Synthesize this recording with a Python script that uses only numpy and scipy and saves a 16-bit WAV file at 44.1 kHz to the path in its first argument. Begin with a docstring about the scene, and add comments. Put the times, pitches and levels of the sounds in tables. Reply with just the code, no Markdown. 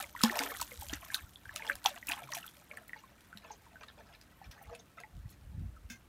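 """Feet in an outdoor hot footbath

Feet paddle close to the microphone, then rest while the water laps at the timber sides.
Kicks slap the surface as noise bursts, trap air that rings as gliding, decaying tones, and throw a
spray of very short, high grains. Echoes come from the roof and benches. Light wind, shaped noise,
brushes the microphone, and near the end a small clack excites resonances with rough contact noise."""
import sys
import numpy as np
from scipy import signal
from scipy.fft import rfft, irfft, next_fast_len
from scipy.io import wavfile
from scipy.ndimage import uniform_filter1d

SR = 44100
rng = np.random.default_rng(int(sys.argv[2]) if len(sys.argv) > 2 else 0)


def digitize_waveform(pressure):
    """Quantize a signal to 16-bit integers and store it at the path in sys.argv[1].

    Rows of a 2-D input are taken as channels; values are limited to [-1, 1].
    """
    field = np.atleast_2d(pressure).T
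    bounded = np.clip(field, -1, 1)
    quanta = np.round(bounded * 32767).astype(np.int16)
    wavfile.write(sys.argv[1], SR, quanta)


N = 268108
TIME = np.arange(N) / SR


def amp(db):
    """Decibels to amplitude gain."""
    return 10 ** (np.asarray(db) / 20)


def unit(x):
    """Normalisation to an rms of one."""
    return x / np.sqrt(np.mean(x ** 2) + 1e-20)


def read(points, hz):
    """Interpolation of a (Hz, value) table on a log-frequency axis."""
    f, value = np.transpose(points)
    return np.interp(np.log(hz + 1), np.log(f + 1), value)


def follow(points):
    """Linear interpolation of a (seconds, value) table at every sample."""
    s, value = np.transpose(points)
    return np.interp(TIME, s, value)


def add(mix, s, sound):
    """Superposition: mixes a sound in at time s."""
    part = mix[max(round(s * SR), 0):][:len(sound)]
    part += sound[:len(part)]


def colour(x, points, tilt=0, size=1024):
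    """Minimum-phase filtering: a spectrum and treble tilt (dB per octave) that keep attacks sharp."""
    hz = abs(np.fft.fftfreq(size, 1 / SR))
    octaves = np.log2(np.maximum(hz, 1500) / 5000)
    log_gain = np.log(amp(np.maximum(read(points, hz) + tilt * octaves, -80)))
    # the phase of a minimum-phase filter is the Hilbert transform of its log gain
    taps = np.fft.ifft(np.exp(np.conj(signal.hilbert(log_gain)))).real
    return signal.oaconvolve(x, taps)[:len(x)]


def noise(points):
    """Spectral shaping: steady random noise with the given spectrum, at an rms of one."""
    size = next_fast_len(N)
    gain = amp(read(points, np.fft.rfftfreq(size, 1 / SR)))
    return unit(irfft(rfft(rng.standard_normal(size)) * gain, size)[:N])


def die(age, t60):
    """Exponential decay: falls by 60 dB in t60 seconds."""
    return np.exp(-np.log(1000) * np.maximum(age, 0) / max(t60, .002))


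def ring(hz, t60, rise=0, sag=0, onset=0.079):
    """Damped resonance: a decaying tone with steady pitch drift (rise) and an early fall (sag)."""
    t = np.arange(int(np.clip(t60, .002, 1) * SR * 1.2)) / SR
    age = t / t60
    glide = 1 + rise * (age - 1 / 10) + sag * (np.exp(-age * 2 * np.pi) - 1 / 2)
    turns = hz * np.cumsum(glide) / SR
    attack = 1 - np.exp(-turns / onset)  # onset in cycles
    return np.sin(2 * np.pi * turns) * np.exp(-np.log(1000) * age) * attack


def swarm(low_hz, high_hz, per_s, cycles, spread_db, glide, count=36):
    """Random pulse trains: bubbles of chance strength and time on many pitches, levelled overall."""
    out = np.zeros(N)
    for hz in np.geomspace(low_hz, high_hz, count):
        born = rng.random(N) < per_s / count / SR
        strength_db = spread_db * np.minimum(rng.exponential(1, born.sum()), 4)
        train = np.zeros(N)
        train[born] = amp(strength_db) * (-1) ** np.flatnonzero(born)  # random sign
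        life, rise, sag = rng.random(3)
        bubble = ring(hz, cycles * (life + .5) / hz, rise=glide * (rise - .5), sag=glide * sag)
        out += signal.oaconvolve(train, bubble * np.sqrt(hz))[:N]
    out = unit(out)
    return out / np.sqrt(abs(uniform_filter1d(out ** 2, size=3000)) + 0.211)


# Strokes of the feet through the water. Each row: crest in seconds, churning level in dB,
# spray level in dB, 60 dB swell time in seconds, 60 dB settling time in seconds.
STROKES = [(0.0, -40.5, -44.5, .1, 0.16), (0.17, -52, -54, 0.037, 0.58), (0.238, -37.5, -42.5, 0.046, 0.25),
           (0.41, -42, -44, 0.53, 0.68), (0.6, -54.5, -47.5, 0.41, 0.3), (0.72, -59.5, -56, 0.45, 0.27),
           (0.83, -60.5, -51, 0.4, 0.38), (0.93, -47, -49.5, 0.14, 0.2), (1.03, -50.5, -54, 0.075, 0.21),
           (1.152, -50, -50.5, 0.32, .35), (1.57, -51, -56.5, .4, 0.34), (1.701, -42, -52, 0.32, .22),
           (1.861, -41, -44.5, 0.065, 0.2), (1.979, -53.5, -65, 0.45, 0.061),
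           (2.098, -43.5, -51, 0.096, 0.63), (2.35, -45.5, -47, 0.14, 0.24),
           (2.465, -56.5, -63.5, 0.14, 0.07)]
# Ripples that go on between strokes and die down at rest. Each row: time in seconds, level in dB.
RIPPLE = [(0, -68), (1.35, -71.5), (2.2, -67), (2.6, -66.5), (3.2, -68), (3.9, -69), (4.7, -71), (5.3, -74)]
FIZZ_DB, FIZZ_T60_S = -17, 2.6  # foam left by a stroke keeps bursting, relative to its spray


def stirring():
    """Power addition of strokes and ripples: each stroke swells, settles and leaves fizzing foam."""
    ripple_db = follow(RIPPLE)
    churn_power = amp(ripple_db) ** 2
    spray_power = amp(ripple_db - 7.5) ** 2
    for s, churn_db, spray_db, swell, settle in STROKES:
        rise, fall = die(s - TIME, swell), die(TIME - s, settle)
        foam = amp(FIZZ_DB) * die(TIME - s, FIZZ_T60_S)
        churn_power += (amp(churn_db) * rise * fall) ** 2
        spray_power += (amp(spray_db) * rise * np.maximum(fall, foam)) ** 2
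    return 10 * np.log10(churn_power), 10 * np.log10(spray_power)


# Filter on the churning bubbles. Each row: frequency in Hz, relative gain in dB.
CHURN = [(120, -47.5), (200, -3), (274, 9.5), (497, -27), (710, -0.5), (1330, 5.5), (1470, 6.5), (2280, 4),
         (2550, 2.5), (6000, -4.5), (7800, -61.5), (13200, -120)]


def churn(level_db):
    """Bubble resonance: hard stirring makes distinct bubbles, gentle stirring a blend of faint ones."""
    distinct = np.clip((level_db + 74) / 22, .3, .96)
    large = swarm(440, 4200, per_s=380, cycles=36, spread_db=3.6, glide=.2, count=48)
    faint = swarm(300, 6000, per_s=5000, cycles=30, spread_db=5.5, glide=0.084)
    teem = np.sqrt(distinct) * large + np.sqrt(1 - distinct) * faint
    return amp(level_db) * unit(colour(teem, CHURN))


# Filter on the drops and foam. Each row: frequency in Hz, relative gain in dB.
SPRAY = [(1470, -8), (2500, -27.5), (3180, 0.5), (4820, -2.5), (5930, 2.5), (10600, 3.5), (14300, 9.5),
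         (15800, -13)]


def spray(level_db):
    """Resonance of tiny bubbles: fine drops and bursting foam as very short, high grains."""
    drops = swarm(2500, 15500, per_s=2000, cycles=11, spread_db=5, glide=.08)
    return amp(level_db) * unit(colour(drops, SPRAY))


# Colour of water struck at its surface, for drips and slaps.
# Each row: frequency in Hz, relative gain in dB.
SLAP_COLOUR = [(150, -33), (500, -36.5), (1200, 4.5), (3000, 12.5), (6000, 7), (10000, 4.5), (15500, -2.5)]
DRIPS_PER_S, DRIP_DB, DRIP_SPREAD_DB = 30, 9, 3  # level relative to the spray


def drips(spray_db):
    """Random impacts: stray drops land one by one, each a tiny decaying crack of noise."""
    size = amp(DRIP_SPREAD_DB * np.minimum(rng.exponential(1, N), 3))
    landings = (rng.random(N) < DRIPS_PER_S / SR) * size * amp(spray_db + DRIP_DB)
    force = signal.oaconvolve(landings, die(TIME[:SR // 20], 0.016))[:N]
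    return force * noise(SLAP_COLOUR)


PLINKS_PER_S, PLINK_DB, PLINK_SPREAD_DB = 55, 3.5, 3  # level relative to the churning
PLINK_LOW_HZ, PLINK_HIGH_HZ, PLINK_MAX_DB = 550.4, 3006, -36.5
PLINK_CYCLES, PLINK_GLIDE = 64.3, 0.22  # cycles per 60 dB of decay; relative pitch change


def plinks(churn_db):
    """Bubble resonance at random: lesser bubbles, louder with harder stirring, glide as they ring."""
    out, count = np.zeros(N), int(PLINKS_PER_S * N / SR)
    for when, size, pitch, rise, sag in rng.random((count, 5)):
        hz = PLINK_LOW_HZ * (PLINK_HIGH_HZ / PLINK_LOW_HZ) ** pitch
        db = churn_db[int(when * N)] + PLINK_DB - PLINK_SPREAD_DB * np.log(size)
        bubble = ring(hz, PLINK_CYCLES / hz, PLINK_GLIDE * (rise - .5), PLINK_GLIDE * sag, onset=2.3)
        add(out, when * N / SR, amp(min(db, PLINK_MAX_DB)) * bubble)
    return out


# The light air between gusts. Each row: time in seconds, level in dB.
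BREEZE = [(0, -62.5), (1.5, -66.5), (2.7, -71.5), (3.5, -67), (4.1, -64.5), (4.9, -73), (5.6, -56),
          (6.08, -63)]
# Gusts on the microphone. Each row: crest in seconds, level in dB, width in seconds.
GUSTS = [(0.61, -54, 0.041), (0.8, -45.5, 0.02), (0.93, -46.5, 0.058), (1.24, -48.5, 0.02),
         (1.49, -55, 0.043), (1.76, -52.5, 0.022), (2.119, -62, 0.073), (4.488, -43.5, 0.016),
         (4.691, -50, 0.028), (5.18, -42.5, 0.031), (5.26, -43, 0.024), (5.48, -49.5, 0.064),
         (5.62, -38.5, 0.086), (5.86, -47.5, 0.019)]
# Spectrum of the eddies before the bass filter. Each row: frequency in Hz, relative level in dB.
WIND = [(20, -41), (35, -14.5), (55, 0), (90, -5), (140, -11.5), (220, -13.5), (330, -32.5), (600, -72)]
GUST_SHAPE = 1.6  # 1 = pointed crest, 2 = round


def wind():
    """Turbulence at the microphone: low eddies; stronger gusts reach above the deepest bass."""
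    power = amp(follow(BREEZE)) ** 2
    for s, db, width in GUSTS:
        gust = amp(db) * np.exp(-abs((TIME - s) / width) ** GUST_SHAPE)
        power += gust ** 2
    level_db = 10 * np.log10(power)
    eddies = noise(WIND)
    deep = unit(signal.sosfiltfilt(signal.butter(2, 110, fs=SR, output="sos"), eddies))
    strength = np.clip((level_db + 49.5) / 14, 0, 1)
    eddies = deep + strength * (eddies - deep)
    # partly even out the noise's own swells, so the level follows the gusts
    return amp(level_db) * eddies / np.sqrt(abs(uniform_filter1d(eddies ** 2, size=2000)) + 0.13)


# Spectrum of the outdoor hush. Each row: frequency in Hz, relative level in dB.
AIR = [(18, -60.5), (30, -48.5), (79, 0), (193, 2.5), (424, -9), (523, -7.5), (628, -9.5), (1610, -15),
       (4980, -23.5), (9110, -24.5), (10400, -25.5), (13200, -27), (14600, -23.5), (15800, -32.5)]
AIR_DB = -65  # rms level


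def hush():
    """Stationary noise: the steady outdoor background."""
    return amp(AIR_DB) * noise(AIR)


# Echo of the roof and benches. Each row: frequency in Hz, 60 dB decay time in seconds.
SHELTER = [(200, 0.28), (1000, 0.07), (4000, 0.1), (15000, 0.085)]
# Reflected share of the water's sound. Each row: time in seconds, share in dB of amplitude.
REFLECTED = [(0, -10.5), (2.4, -11.5), (3.3, -6), (5.4, -7)]


def shelter(water):
    """Reverberation: sparse, faint reflections, each band dying at its own speed, join the direct sound."""
    taps = rng.standard_normal(SR // 2) * (rng.random(SR // 2) < 2000 / SR)
    taps[:SR // 400] = 0  # no reflection before 2.5 ms
    hz, t, bands = signal.stft(taps, SR, nperseg=256)
    decay = np.exp(-np.log(1000) * t / read(SHELTER, hz)[:, None])
    tail = signal.istft(bands * decay, SR, nperseg=256)[1]
    share = np.clip(amp(follow(REFLECTED)), 0, .9)
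    echo = signal.oaconvolve(share * water, tail / np.linalg.norm(tail))[:N]
    return np.sqrt(1 - share ** 2) * water + echo


# The loudest single bubbles. Each row: start in seconds, level in dB, nominal pitch in Hz.
BUBBLES = [(0.004, -36.5, 812), (0.0416, -30.5, 2150), (0.15, -31, 1010), (0.1631, -29.5, 1920),
           (0.208, -25.5, 1340), (0.2362, -17, 1005), (0.2489, -15, 3380), (0.297, -17, 1870),
           (0.3232, -29, 1080), (0.3575, -29, 936), (0.3694, -30, 5240), (0.3916, -18.5, 2220),
           (0.3925, -14.5, 4930), (0.407, -25, 1460), (0.4128, -30, 714), (0.5, -33, 1740),
           (0.519, -30, 1150), (0.549, -32, 1920), (0.599, -29, 1300), (0.6169, -24, 978),
           (0.717, -35, 2150), (0.7184, -42.5, 509), (0.8222, -34, 838), (0.8967, -27.5, 3160),
           (0.9354, -22, 6100), (0.9367, -31, 2000), (1.029, -41.5, 1086), (1.102, -29.5, 1680),
           (1.1445, -10.5, 3890), (1.147, -25, 1585), (1.3584, -34, 3450), (1.455, -36, 1590),
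           (1.493, -29, 1716), (1.562, -35, 1286), (1.6224, -27.5, 2210), (1.6773, -26.5, 3380),
           (1.6978, -11, 1640), (1.8521, -23.5, 908), (1.8596, -5.5, 3350), (1.8605, -12, 815),
           (1.8613, -11, 5740), (1.96, -43, 710), (1.9625, -39, 1930), (2.0276, -32.5, 1960),
           (2.0855, -20, 2590), (2.098, -27, 1680), (2.1187, -20, 2690), (2.1307, -34, 1045),
           (2.135, -24.5, 3260), (2.1855, -39.5, 843), (2.22, -39, 730), (2.2891, -38.5, 1036),
           (2.325, -26, 1900), (2.3318, -35, 1110), (2.3362, -20, 5800), (2.3684, -34, 715),
           (2.4417, -36.5, 1395), (2.479, -33.5, 3340), (2.713, -30, 2290), (2.7726, -30.5, 1810),
           (2.8942, -35.5, 1950), (2.9328, -25, 1916), (2.9608, -43, 880), (3.0376, -43, 1053),
           (3.3283, -35.5, 1430), (3.3727, -38, 3830), (3.446, -43.5, 1030), (3.505, -34, 865),
           (3.665, -47.5, 960), (3.757, -39.5, 1550), (3.8847, -37, 3800), (4.415, -39, 780),
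           (4.445, -44, 2400), (4.612, -44.5, 794), (4.7278, -38, 677), (4.9792, -38, 1310),
           (5.0357, -33.5, 2020), (5.0403, -43.5, 863)]
# a bubble at the reference level decays 60 dB in this many cycles; half as many per 33 dB louder
RING_CYCLES, RING_AT_DB, RING_HALVES_DB = 37.9, -40, 33


def bubbles():
    """Bubble resonance: the larger bubbles ring at their own pitch, strong ones damped sooner."""
    out = np.zeros(N)
    for s, db, hz in BUBBLES:
        rise, sag = rng.random(2)
        t60 = RING_CYCLES / hz * 2 ** ((RING_AT_DB - db) / RING_HALVES_DB)
        add(out, s, amp(db) * ring(hz, t60, rise=.16 * (rise - .5), sag=0.2 * sag, onset=1.09))
    return out


# The loudest slaps of skin and falling water on the surface. Each row: start in seconds,
# peak level in dB before the shelter, approximate 60 dB crack decay in seconds,
# treble tilt in dB per octave.
SLAPS = [(0.0244, -30, 0.018, 2), (0.2151, -27, 0.011, 3), (0.235, -9, 0.013, 2), (0.39, -19, 0.007, 0),
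         (0.4351, -24.5, 0.0085, -1), (0.613, -20, 0.015, 5.5), (0.8108, -31.5, 0.012, 10),
         (0.8849, -31, 0.01, 3.5), (0.934, -26.5, .015, -4.5), (1.1428, -25.5, 0.038, 4),
         (1.5607, -24.5, 0.0072, 0), (1.6663, -34, 0.0086, -4), (1.7538, -32.5, .009, 6.5),
         (1.842, -31, 0.012, 2), (1.8584, -18, 0.012, -3), (2.0702, -26, 0.0082, 9),
         (2.0882, -21, 0.021, 10.5), (2.1169, -24.5, 0.022, -10), (2.32, -31, .01, -1),
         (2.351, -33, 0.027, -1), (2.4633, -36, 0.019, 10.5), (2.771, -40, .009, 4.5),
         (2.881, -36, .006, 9), (3.3726, -39, 0.0084, -0.5), (3.831, -42, .025, -4.5),
         (4.2127, -42.5, 0.0085, -0.5), (4.5106, -43.5, 0.038, -1), (4.624, -40.5, .02, 18),
         (4.7481, -40, 0.026, -2.5), (5.002, -43.5, 0.0091, 5), (5.296, -51, 0.075, 8.5)]


def slaps():
    """Impact noise: a sharp crack at contact, then a patter as the crown of water falls back."""
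    out, t = np.zeros(N), np.arange(SR // 8) / SR
    bands = np.linspace(300, 15500, 22)  # Hz
    drops = swarm(1500, 14000, per_s=2500, cycles=8, spread_db=3, glide=.1)
    for s, db, t60, tilt in SLAPS:
        burst, uneven = rng.standard_normal(len(t)), rng.standard_normal(len(bands))
        age = t / max(t60, .002)
        crack = np.tanh(burst) * age * np.exp(-10 * age)
        # random uneven bands give each slap's crack its own patchy colour
        crack = colour(crack, np.c_[bands, 5 * np.clip(uneven, -2, 1)])
        patter = unit(drops[int(abs(s) * SR):][:len(t)])
        crown = patter * np.exp(-t / 0.031) * (1 - np.exp(-t / 0.009))
        sound = colour(crack / abs(crack).max() + amp(-27.5) * crown, SLAP_COLOUR, tilt)
        add(out, s, amp(db) * sound / abs(sound).max())
    return out


# Wavelets that fold over behind the feet or lap at the sides. Each row: start in seconds,
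# level in dB, length in seconds, central pitch in Hz.
LAPS = [(0.236, -36.5, 0.0346, 750), (0.295, -48.5, .25, 564), (0.307, -44.5, 0.13, 1250),
        (0.891, -54.5, 0.093, 1580), (1.609, -54.5, 0.11, 1050), (2.166, -60.5, 0.1, 815),
        (2.691, -57.5, 0.12, 1080), (2.943, -61.5, 0.064, 2190), (3.407, -62.5, 0.078, 2140),
        (3.427, -60, 0.13, 920), (3.492, -60.5, 0.076, 3850), (3.802, -51.5, 0.046, 1330),
        (3.88, -55, 0.027, 2310), (3.972, -55.5, 0.045, 790), (4.044, -64, .13, 1600),
        (4.133, -58.5, 0.021, 3620), (4.416, -62, 0.065, 1870), (4.496, -62, 0.22, 1170),
        (4.69, -51, 0.062, 1040), (4.789, -55.5, 0.017, 2820), (4.967, -54, 0.058, 1380),
        (5.277, -67, 0.074, 4380)]


def laps():
    """Bubble clusters: each wavelet folds over and lets go a short group around one size."""
    out = np.zeros(N)
    teem = swarm(401.7, 6990, per_s=820, cycles=66, spread_db=4, glide=0.096)
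    for s, db, length, hz in LAPS:
        cluster = teem[int(s * SR):][:int(max(length, .005) * SR)]
        cluster = colour(cluster, [(hz / 4, -14), (hz / 2, -2), (hz, 0), (hz * 2, -4), (hz * 4, -14)])
        add(out, s, amp(db) * unit(cluster) * signal.windows.tukey(len(cluster), .4))
    return out


# Large air pockets closed in under a foot. Each row: start in seconds, level in dB,
# nominal pitch in Hz, 60 dB decay time in seconds.
POCKETS = [(0.237, -17, 226, 0.15), (0.305, -37, 363, 0.065), (0.402, -39.5, 277, 0.3),
           (0.93, -30.5, 287, 0.045), (2.089, -44, 290, 0.092), (2.23, -53, 135.3, .6),
           (3.352, -48, 202, 0.15)]


def gulps():
    """Low cavity resonance: big pockets of air boom under the plunging feet, without echo."""
    out = np.zeros(N)
    for s, db, hz, t60 in POCKETS:
        add(out, s, amp(db) * ring(hz, t60, rise=.05, onset=.3))
    return out


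# The clack and its rattle. Each row: start in seconds, force level in dB.
CLACK = [(5.9, -40), (5.904, -56), (5.917, -54), (5.92, -54), (5.933, -60), (5.956, -59.5)]
# Spectrum of its dry contact noise. Each row: frequency in Hz, relative level in dB.
CLACK_SCUFF = [(1000, -16), (2000, 14), (7000, -6), (8200, 1), (15000, 3)]
# What it rings with. Each row: frequency in Hz, relative level in dB, 60 dB decay time in seconds.
CLACK_MODES = [(233, -8, 0.075), (1585, -4, 0.12), (2120, -7, 0.1), (2570, -15, 0.026), (3100, -20, 0.1),
               (3540, -16.5, 0.08), (4307, -19, 0.1), (5220, -11.5, 0.0048), (6050, -10.5, 0.06),
               (6530, -8, 0.0032)]


def clack():
    """Modal excitation: a small hard object knocks and scuffs; rough contact feeds its resonances."""
    force, t = np.zeros(N), np.arange(SR // 8) / SR
    for s, db in CLACK:
        add(force, s, amp(db) * np.exp(-t / 0.014))
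    out = amp(-10.5) * force * noise(CLACK_SCUFF)
    for hz, mode_db, t60 in CLACK_MODES:
        mode = ring(hz, t60)
        contact = force * rng.standard_normal(N)
        out += amp(mode_db - 3.5) * signal.oaconvolve(contact, mode / np.linalg.norm(mode))[:N]
    return out


def scene():
    """Superposition: water under the shelter, with dry gulps, the clack, wind and outdoor hush."""
    churn_db, spray_db = stirring()
    water = churn(churn_db) + spray(spray_db) + drips(spray_db) + plinks(churn_db)
    water += bubbles() + slaps() + laps()
    return (shelter(water) + gulps() + clack() + wind() + hush())[None]


def record(dry):
    """Band limiting: a steep low-pass at 15.9 kHz."""
    taps = signal.firwin(401, 15900, window=("kaiser", 8), fs=SR)
    return signal.oaconvolve(dry, taps[None], "same")


dry = scene()
out = record(dry)
digitize_waveform(out)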